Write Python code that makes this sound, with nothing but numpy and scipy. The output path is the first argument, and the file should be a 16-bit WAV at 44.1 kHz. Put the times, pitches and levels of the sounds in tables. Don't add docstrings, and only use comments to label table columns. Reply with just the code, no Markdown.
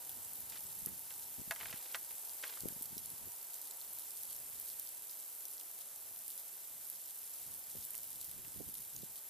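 import sys
import numpy as np
from scipy import signal
from scipy.fft import rfft, irfft, next_fast_len
from scipy.io import wavfile

SR = 44100
rng = np.random.default_rng(int(sys.argv[2]) if len(sys.argv) > 2 else 0)


def generate_wav(signal):
    frames = np.transpose(np.atleast_2d(signal))
    scaled = np.clip(frames, -1, 1) * 32767
    pcm = np.round(scaled).astype(np.int16)
    wavfile.write(sys.argv[1], SR, pcm)


N = 409688
TIME_S = np.arange(N) / SR

# freq_hz, density_db
HISS_SPECTRUM = [(250, -21), (500, -21.5), (1000, -24), (1800, -16.5), (3000, -14), (4300, -13.5),
                 (6000, -10), (8000, -5), (10000, -4.5), (12200, 1.5), (14000, -2), (15300, -13)]
# freq_hz, correlation (capped at 1 in use)
AIR_CORRELATION = [(100, 8), (400, 0.77), (800, 0.84), (1600, 0.58), (3000, 0.94), (4200, 1), (6200, 0.24),
                   (10000, 0.01), (13000, 0), (15500, -0.5)]


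def from_db(db):
    return 10 ** (np.asarray(db) / 20)


def in_time(points):
    return np.interp(TIME_S, *np.transpose(points))


def at_hz(points, hz):
    freq_hz, value = np.transpose(points)
    return np.interp(np.log(hz + 1e-9), np.log(freq_hz), value)


def drift(rate_hz):
    knots = rng.standard_normal(4096)
    return np.interp(TIME_S * rate_hz, np.arange(len(knots)), knots)


def swell(t_s, sigma_s):
    return np.exp(-(t_s / sigma_s) ** 2 / 2)


def clicks(start_s, sizes):
    return np.bincount(np.clip(np.round(start_s * SR).astype(int), 0, N - 1), sizes, N) + 1e-18


def decays(start_s, db, t60_s):
    pole = from_db(-60 / (t60_s * SR)) ** 2
    return np.sqrt(signal.lfilter([1], [1, -pole], clicks(start_s, from_db(db) ** 2)))


def ring(x, hz, t60_s):
    r, w = from_db(-60 / (t60_s * SR)), 2 * np.pi * hz / SR
    return signal.lfilter([0, np.sin(w)], [1, -2 * r * np.cos(w), r * r], x)


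def stereo(mid, side, correlation):
    correlation = np.clip(correlation, -1, 1)
    mid, side = mid * np.sqrt((1 + correlation) / 2), side * np.sqrt((1 - correlation) / 2)
    return np.array([mid + side, mid - side])


def noise(spectrum, correlation=None):
    # freq_hz, left_over_right_db
    balance = [(300, -0.5), (1500, -0.5), (6000, 0.5), (8500, -1.5), (11000, -6.5), (13000, 2),
               (15000, 4.5)]
    size = next_fast_len(N, True)
    hz = np.fft.rfftfreq(size, 1 / SR)
    mid, side = rfft(rng.standard_normal((2, size)))
    if correlation is None:
        both = stereo(mid, side, at_hz(AIR_CORRELATION, hz))
        both *= from_db(at_hz(balance, hz) * [[.5], [-.5]])
    else:
        both = stereo(mid, side, correlation)
    shaped = irfft(both * from_db(at_hz(spectrum, hz)), size)[:, :N]
    return shaped / np.sqrt(np.mean(shaped ** 2) + 1e-20)


def road(hold_s=3.3, fade_db_per_s=8):
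    # time_s, level_db
    hum_curve = [(0, -63), (1, -65.5), (3.5, -65), (4.4, -66.5), (9.29, -67.5)]
    # freq_hz, density_db
    hum_spectrum = [(40, -37), (120, -28.5), (270, -11), (450, -5), (650, -3.5), (920, -3), (1100, -7),
                    (1500, -8), (2500, -18.5)]
    whine_spectrum = [(500, -38), (820, 6.5), (885, 2), (920, 8.5), (960, 9), (1020, -55), (1500, -33)]
    hum = from_db(in_time(hum_curve) + .6 * drift(6.1)) * noise(hum_spectrum)
    whine_db = -73.5 - fade_db_per_s * np.maximum(TIME_S - hold_s, 0) + .3 * drift(4.2)
    return hum + from_db(whine_db) * noise(whine_spectrum)


def wind(wander_db=5.5, bump_sigma_cycles=.26, flutter_db=-21, flutter_sigma_s=.0066):
    # time_s, level_db
    breeze_curve = [(0, -75.5), (.7, -67), (1.15, -74.5), (1.5, -69), (1.8, -71.5), (2.3, -86.5), (3, -77),
                    (3.6, -87), (4.2, -78), (5.05, -83), (5.5, -94), (6.1, -79), (7.1, -83.5), (8.4, -73),
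                    (9.29, -83)]
    # peak_s, level_db, left_over_right_db, sigma_s
    puffs = [(.4, -74, -18, 0.11), (0.903, -63.5, -13, 0.05), (2.645, -62.5, 14, 0.029),
             (2.932, -64.5, 3, 0.13), (3.12, -67, -12, 0.022), (3.25, -61, 4, 0.029),
             (4.537, -71, -4, 0.042), (6.763, -75.5, -13, 0.058), (7.49, -68.5, -8, 0.065),
             (7.78, -63, -2, 0.044), (8.16, -73.5, -20, 0.026), (8.38, -61, -1, 0.026),
             (8.59, -63.5, -17, 0.04), (8.68, -63.5, -15, 0.02), (8.79, -67, -8, 0.025),
             (8.985, -60, 0, 0.031)]
    # centre_s, level_db, pitch_hz, channel
    eddies = [(0.828, -43, 141, 0), (.871, -36, 285, 0), (.895, -47, 200, 0), (.923, -46, 150, 1),
              (.932, -51, 120, 0), (1.386, -41.5, 198, 0), (1.398, -37, 170, 0), (1.416, -41.5, 230, 0),
              (1.479, -45, 170, 0), (1.503, -42.5, 150, 0), (1.742, -38.5, 190, 1), (2.6365, -37, 260, 0),
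              (2.658, -25.5, 310, 0), (2.674, -42, 240, 0), (2.682, -42, 220, 0), (2.706, -43, 230, 0),
              (2.726, -44, 180, 0), (2.766, -41.5, 200, 0), (2.812, -43, 216, 0), (2.93, -43, 205, 0),
              (2.969, -39.5, 228, 0), (3.276, -43.5, 280, 0), (7.748, -53, 166, 0), (7.754, -40.5, 310, 0),
              (7.76, -51, 170, 0), (7.769, -45, 170, 0), (8.479, -46, 200, 1), (8.562, -43, 270, 1),
              (8.6013, -40, 290, 1), (8.607, -35, 370, 1), (8.614, -38, 230, 1), (8.634, -56, 220, 1),
              (8.689, -43, 250, 1), (8.95, -50, 220, 1), (9.034, -37.5, 290, 1), (9.04, -46, 170, 1)]
    # freq_hz, density_db
    rumble_spectrum = [(20, -31), (45, -6.5), (80, -.5), (170, -3), (280, -7.5), (450, -14.5), (800, -43),
                       (2000, -75)]
    flutter_spectrum = [(50, -18), (130, 5), (300, 3), (600, -3), (780, -13), (1200, -47)]
    breeze = from_db(in_time(breeze_curve) + wander_db * np.array([drift(6.5), drift(6.5)]))
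    puffing = sum(from_db([[db + pan_db / 2], [db - pan_db / 2]]) * swell(TIME_S - peak_s, sigma_s)
                  for peak_s, db, pan_db, sigma_s in puffs)
    lumps_db = 2.5 * np.array([drift(70), drift(70)])
    out = np.hypot(breeze, puffing) * from_db(lumps_db) * noise(rumble_spectrum, correlation=0)
    flutter = from_db(flutter_db) * noise(flutter_spectrum, correlation=0)
    for centre_s, db, hz, channel in eddies:
        span = slice(int((centre_s - .03) * SR), int((centre_s + .03) * SR))
        t_s = TIME_S[span] - centre_s
        bump = -np.sin(2 * np.pi * hz * t_s) * swell(t_s, bump_sigma_cycles / hz)
        out[channel, span] += from_db(db) * (bump + flutter[channel, span] * swell(t_s, flutter_sigma_s))
    return out


def wood(hardness_db=5.5, spot_spread_db=1.5, grain_db=5):
    # start_s, level_db, ring_relative_db, snap_hz
    knocks = [(.870, -59, 3, 1190), (1.107, -54, -9, 2760), (1.5095, -40, 3.5, 1670),
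              (1.514, -45, -8, 2900), (1.520, -45.5, -2, 1300), (1.561, -48, -10, 3150),
              (1.602, -52, -1, 1810), (1.6105, -46.5, -2, 2100), (1.631, -49, -4, 1500),
              (1.657, -46.5, -2.5, 1900), (1.696, -55, -10, 2400), (1.7275, -44, -7, 2530),
              (1.9458, -36.5, -4, 2830), (1.9515, -44.5, -6, 1440), (2.4354, -45.5, 2.5, 2950),
              (2.4393, -42.5, -23, 1720), (2.450, -58, -13, 2000), (2.501, -54, -10, 2500),
              (2.526, -58, -8, 2200), (2.573, -52, -16, 1300), (2.687, -54, -15, 2120),
              (7.945, -55.5, -7, 2410), (8.449, -58.5, -18, 2570)]
    # pitch_hz, gain_db, t60_s
    modes = [(678, -8.5, 0.072), (829, -11, .085), (930, -16, 0.12), (1030, -10.5, 0.081), (1210, -11, .06),
             (1440, -6, .048), (1680, -10, 0.1), (1935, -1.5, 0.059), (2155, -6, 0.075), (2540, -6.5, .05),
             (2670, -10.5, 0.063), (3050, -6, .035), (3230, -22, .05), (3630, -7, .025)]
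    # centre_s, level_db, sigma_s
    clatter_swells = [(0.548, -54.5, 0.022), (1.61, -61, 0.023), (1.683, -60.5, 0.041),
                      (1.827, -62.5, 0.083), (1.942, -54, 0.0018), (2.114, -59.5, 0.013),
                      (2.473, -59, 0.039), (2.534, -65, 0.048)]
    # freq_hz, density_db
    clatter_spectrum = [(200, -42), (450, 10.5), (750, 2.5), (1300, 6.5), (2000, 7.5), (3000, 9), (4300, 8),
                        (7000, 1.5), (14000, -19)]
    start_s, db, ring_db, snap_hz = np.transpose(knocks)
    tilt_db_per_oct = hardness_db * np.log2(snap_hz / 2000)
    ringing = 0
    for k, (hz, mode_db, t60_s) in enumerate(modes):
        spot_db = spot_spread_db * rng.standard_normal(len(knocks))
        drive_db = db + ring_db + mode_db + tilt_db_per_oct * np.log2(hz / 1600) + spot_db
        ringing += (-1) ** k * ring(clicks(start_s, from_db(drive_db)), hz, t60_s)
    snap = sum(ring(clicks(start_s[[k]], from_db(db[[k]] + 10.5)), hz, t60_s=.0048)
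               for k, hz in enumerate(snap_hz))
    crack_spectrum = [(800, -17), (2700, 10), (4200, -16), (7000, 4), (14000, -7)]
    body_spectrum = [(250, -22), (550, -5.5), (1000, -7), (1600, 4), (3000, -34)]
    crack = decays(start_s, db - 2.5, t60_s=.023) * noise(crack_spectrum, correlation=.6)
    body = decays(start_s, db - 7, t60_s=.08) * noise(body_spectrum, correlation=.87)
    swells = sum(from_db(level_db) * swell(TIME_S - centre_s, sigma_s)
                 for centre_s, level_db, sigma_s in clatter_swells)
    swells *= from_db(grain_db * np.clip(drift(220), -2, 1.5))
    clatter_envelope = np.hypot(decays(start_s, db - 3, t60_s=.04), swells)
    clatter = clatter_envelope * noise(clatter_spectrum, correlation=1)
    low_cut = signal.butter(2, 430, "high", fs=SR, output="sos")
    return signal.sosfilt(low_cut, ringing + snap + crack + body + clatter)


def far_sleet(fall_db):
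    return from_db(fall_db + .55 * drift(70)) * noise(HISS_SPECTRUM)


def ice_grains(fall_db, pitches=14, grains_per_pitch=90):
    out = np.zeros((2, N))
    for hz in np.geomspace(7200, 13800, pitches):
        when, distance, side = rng.random((grains_per_pitch, 3)).T
        near_db = 3 * np.minimum(-np.log(distance), 2.6)
        db = fall_db[(when * N).astype(int)] + at_hz(HISS_SPECTRUM, hz) + 2.5 + near_db
        for channel, toward in enumerate((side - .5, .5 - side)):
            arrival_s = when * N / SR - toward * 7e-5
            out[channel] += ring(clicks(arrival_s, from_db(db + 7.3 * toward)), hz, t60_s=.016)
    return out


def twigs():
    # start_s, level_db, pitch_hz
    pings = [(1.1053, -43, 3210), (2.605, -41, 4700), (2.9813, -38, 5640), (2.9815, -47, 4030),
             (3.813, -41, 4300), (4.107, -45, 5160), (5.0955, -39, 5040), (5.4535, -38.5, 5920),
             (8.963, -34.5, 6680)]
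    out = np.zeros((2, N))
    for (start_s, db, hz), detune in zip(pings, rng.standard_normal((len(pings), 2))):
        start = int(start_s * SR)
        blow = from_db(db) * signal.unit_impulse(min(4096, N - start))
        lower = ring(blow, hz * (.92 + .015 * detune[0]), t60_s=.007)
        upper = ring(blow, hz * (1 + .028 * detune[1]), t60_s=.009)
        out[:, start:start + len(blow)] += ring(blow, hz, t60_s=.012) - .5 * (lower + upper)
    return out


def impacts(start_s, crack_db, body_db, pan_db, *, crumble_t60_s, scatter_db, scatter_t60_s,
            colour_db, max_lag_s, min_correlation, click_db=8.5, crumble_db=-2.5):
    # freq_hz, density_db
    pellet_spectrum = [(2500, 2.5), (4500, 5), (6500, 4), (8500, 2.5), (11000, 7.5), (12500, 4.5),
                       (15000, 1.5)]
    out, count = np.zeros((2, N)), len(start_s)
    edges_hz = np.geomspace(2900, 16000, 9)
    white = rng.standard_normal((2, 2, N))
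    lag_s = rng.uniform(-max_lag_s, max_lag_s, count)
    body_hz = 3500 * 2 ** rng.random(count)
    for k, (low_hz, high_hz) in enumerate(zip(edges_hz, edges_hz[1:])):
        hz = np.sqrt(low_hz * high_hz)
        bright = np.clip(np.log2(hz / 5200), 0, 1)
        peak_db = 3.5 - 11 * abs(np.log2(hz / body_hz))
        db = bright * crack_db + (1 - bright) * (body_db + peak_db)
        db += at_hz(pellet_spectrum, hz) + colour_db * rng.standard_normal(count)
        arrival_s = start_s + rng.uniform(0, 7e-4, count)
        click = np.array([clicks(arrival_s + side * lag_s, from_db(db + side * pan_db + click_db))
                          for side in (.5, -.5)])
        crumble = np.array([decays(start_s, db + side * pan_db + crumble_db, crumble_t60_s)
                            for side in (.5, -.5)])
        scatter = decays(start_s, db + scatter_db, scatter_t60_s)
        grit = stereo(*white[k % 2], max(at_hz(AIR_CORRELATION, hz), min_correlation))
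        band = signal.butter(2, [low_hz, high_hz], "band", fs=SR, output="sos")
        out += signal.sosfilt(band, (-1) ** k * click + np.hypot(crumble, scatter) * grit)
    return out


def patter(fall_db, count=4400):
    when, distance = rng.random((count, 2)).T
    hollowness, side = rng.uniform(-1, 1, (2, count))
    start = (when * N).astype(int)
    crack_db = fall_db[start] + 3 * np.minimum(-np.log(distance), 2.8)
    leaf_db = -14.5 + 2.6 * np.clip(drift(17), -2, 1)
    body_db = crack_db + leaf_db[start] + 3.1 * hollowness
    return impacts(start / SR, crack_db, body_db, pan_db=1.8 * side - 1.5, crumble_t60_s=.006,
                   scatter_db=-17, scatter_t60_s=.05, colour_db=2, max_lag_s=7e-5, min_correlation=0)


def close_clicks(strays=36, bounces=2, mean_hop_s=.016, loss_db=9, per_flurry=9):
    # pellets, and the bright edge of the knock at 1.52 s
    # start_s, crack_db, body_db, left_over_right_db
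    ticks = [(.0936, -33, -41, 0), (.2235, -37, -50, 0), (.3331, -32, -60, 4), (.4984, -35, -47, 1),
             (.8603, -23, -43, -4), (.979, -40, -59, 5), (.993, -35, -57, 1), (1.1053, -40, -43, 0),
             (1.124, -41, -56, -1), (1.196, -34, -45, 0), (1.5096, -31, -31, -1), (1.5202, -38, -48, -1),
             (1.6691, -36, -49, -1), (1.9564, -31, -40, -3), (2.2945, -38, -42, -1), (2.4785, -34, -49, -4),
             (2.6055, -30.5, -37, -4), (2.6855, -29, -43, -3), (2.7308, -39, -58, -2),
             (2.8229, -28.5, -44, -1), (2.8292, -31, -51, 0), (2.857, -38, -43, -2), (2.9794, -30, -41, -6),
             (3.0584, -31.5, -46, -5), (3.1023, -34, -50, -1), (3.542, -29.5, -44, -3),
             (3.6152, -32, -45, 0), (3.7106, -42, -43, -1), (3.8139, -38, -46, -2), (3.933, -32, -58, 2),
             (3.9862, -33, -47, 0), (3.9948, -34, -51, 0), (4.1068, -36, -45, 1), (4.168, -40, -50, 0),
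             (4.183, -40, -54, 0), (4.2328, -29.5, -49, -3), (4.3288, -41, -55, -4), (4.4983, -36, -65, 0),
             (4.5989, -30.5, -58, -2), (4.6785, -39, -50, 1), (4.6908, -37, -50, 0),
             (4.7001, -32.5, -48, -1), (4.7971, -27.5, -44, -2), (4.8727, -43, -40.5, -1),
             (5.0225, -39, -54, 2), (5.0955, -48, -45, -3), (5.1116, -36, -49, 1), (5.4533, -32.5, -41, 0),
             (5.5354, -36, -57, -1), (5.96, -38, -54, -1), (6.2802, -31, -49, -2), (6.2967, -38, -52, -1),
             (6.3081, -34, -53, 2), (6.3775, -33, -50, -1), (6.3945, -37, -54, -2), (6.9003, -33, -56, -2),
             (7.5397, -32.5, -48, -3), (7.7005, -40.5, -52, 0), (7.757, -35, -54, 0),
             (7.8506, -31.5, -57, -2), (7.9058, -29, -58, -4), (7.9521, -32, -49, -7),
             (7.979, -33, -52, -1), (8.1038, -34.5, -59, -2), (8.1575, -36, -46, -3),
             (8.2133, -34, -43, -2), (8.244, -35, -46, 0), (8.3136, -35, -44, -3), (8.7412, -33.5, -50, -1),
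             (8.7527, -38, -43.5, -1), (8.9639, -35, -45, -2)]
    # centre_s, pellet_db, half_length_s
    flurries = [(0.501, -53, 0.0076), (1.231, -50.5, 0.024), (1.837, -54, 0.019), (3.535, -53, 0.0089),
                (3.672, -52, 0.03), (4.307, -50, 0.024), (4.349, -51.5, 0.021), (4.686, -51, 0.036),
                (5.593, -48, 0.02), (5.79, -52, 0.027), (6.312, -50, 0.019), (6.385, -55, 0.012),
                (7.079, -51.5, .03), (7.707, -52, .015), (7.829, -49, 0.026), (7.97, -53, 0.023),
                (8.204, -56, 0.018), (8.765, -52.5, .018), (9.176, -50, 0.033)]
    stray_s = rng.random(strays) * N / SR
    weight, hollowness, side = rng.standard_normal((strays, 3)).T
    stray_db = -39 + weight
    stray_hits = np.transpose([stray_s, stray_db, stray_db - 12 + 2 * hollowness, 2 * side - 1])
    hits = [np.vstack([ticks, stray_hits])]
    for hops in rng.random((len(hits[0]), bounces)).T:
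        hits.append(hits[-1] + [(2 * mean_hop_s * hop, -loss_db, -loss_db, 0) for hop in hops])
    for centre_s, db, half_s in flurries:
        hits.append([(centre_s + half_s * offset, db + 6 + 2 * size, db + 2 * size, -1)
                     for offset, size in rng.uniform(-.71, 1, (per_flurry, 2))])
    start_s, crack_db, body_db, pan_db = np.vstack(hits).T
    return impacts(start_s, crack_db, body_db, pan_db, crumble_t60_s=.007, scatter_db=-21,
                   scatter_t60_s=.06, colour_db=1.5, max_lag_s=2e-5, min_correlation=.7)


def scene():
    # time_s, hiss_db
    fall_curve = [(0, -50), (1.4, -49.5), (2.6, -49), (3.3, -50.5), (4.7, -49.5), (5.3, -51), (6.05, -51),
                  (7.2, -50.5), (7.85, -50), (8.5, -51), (9.29, -51.5)]
    fall_db = in_time(fall_curve)
    surging_db = fall_db + 1.05 * drift(9)
    sleet = far_sleet(fall_db) + patter(surging_db) + ice_grains(surging_db)
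    return sleet + close_clicks() + twigs() + road() + wood() + wind()


def record(dry):
    cutoff_hz = 15300
    return signal.sosfilt(signal.ellip(12, .1, 80, cutoff_hz, fs=SR, output="sos"), dry)


dry = scene()
out = record(dry)
generate_wav(out)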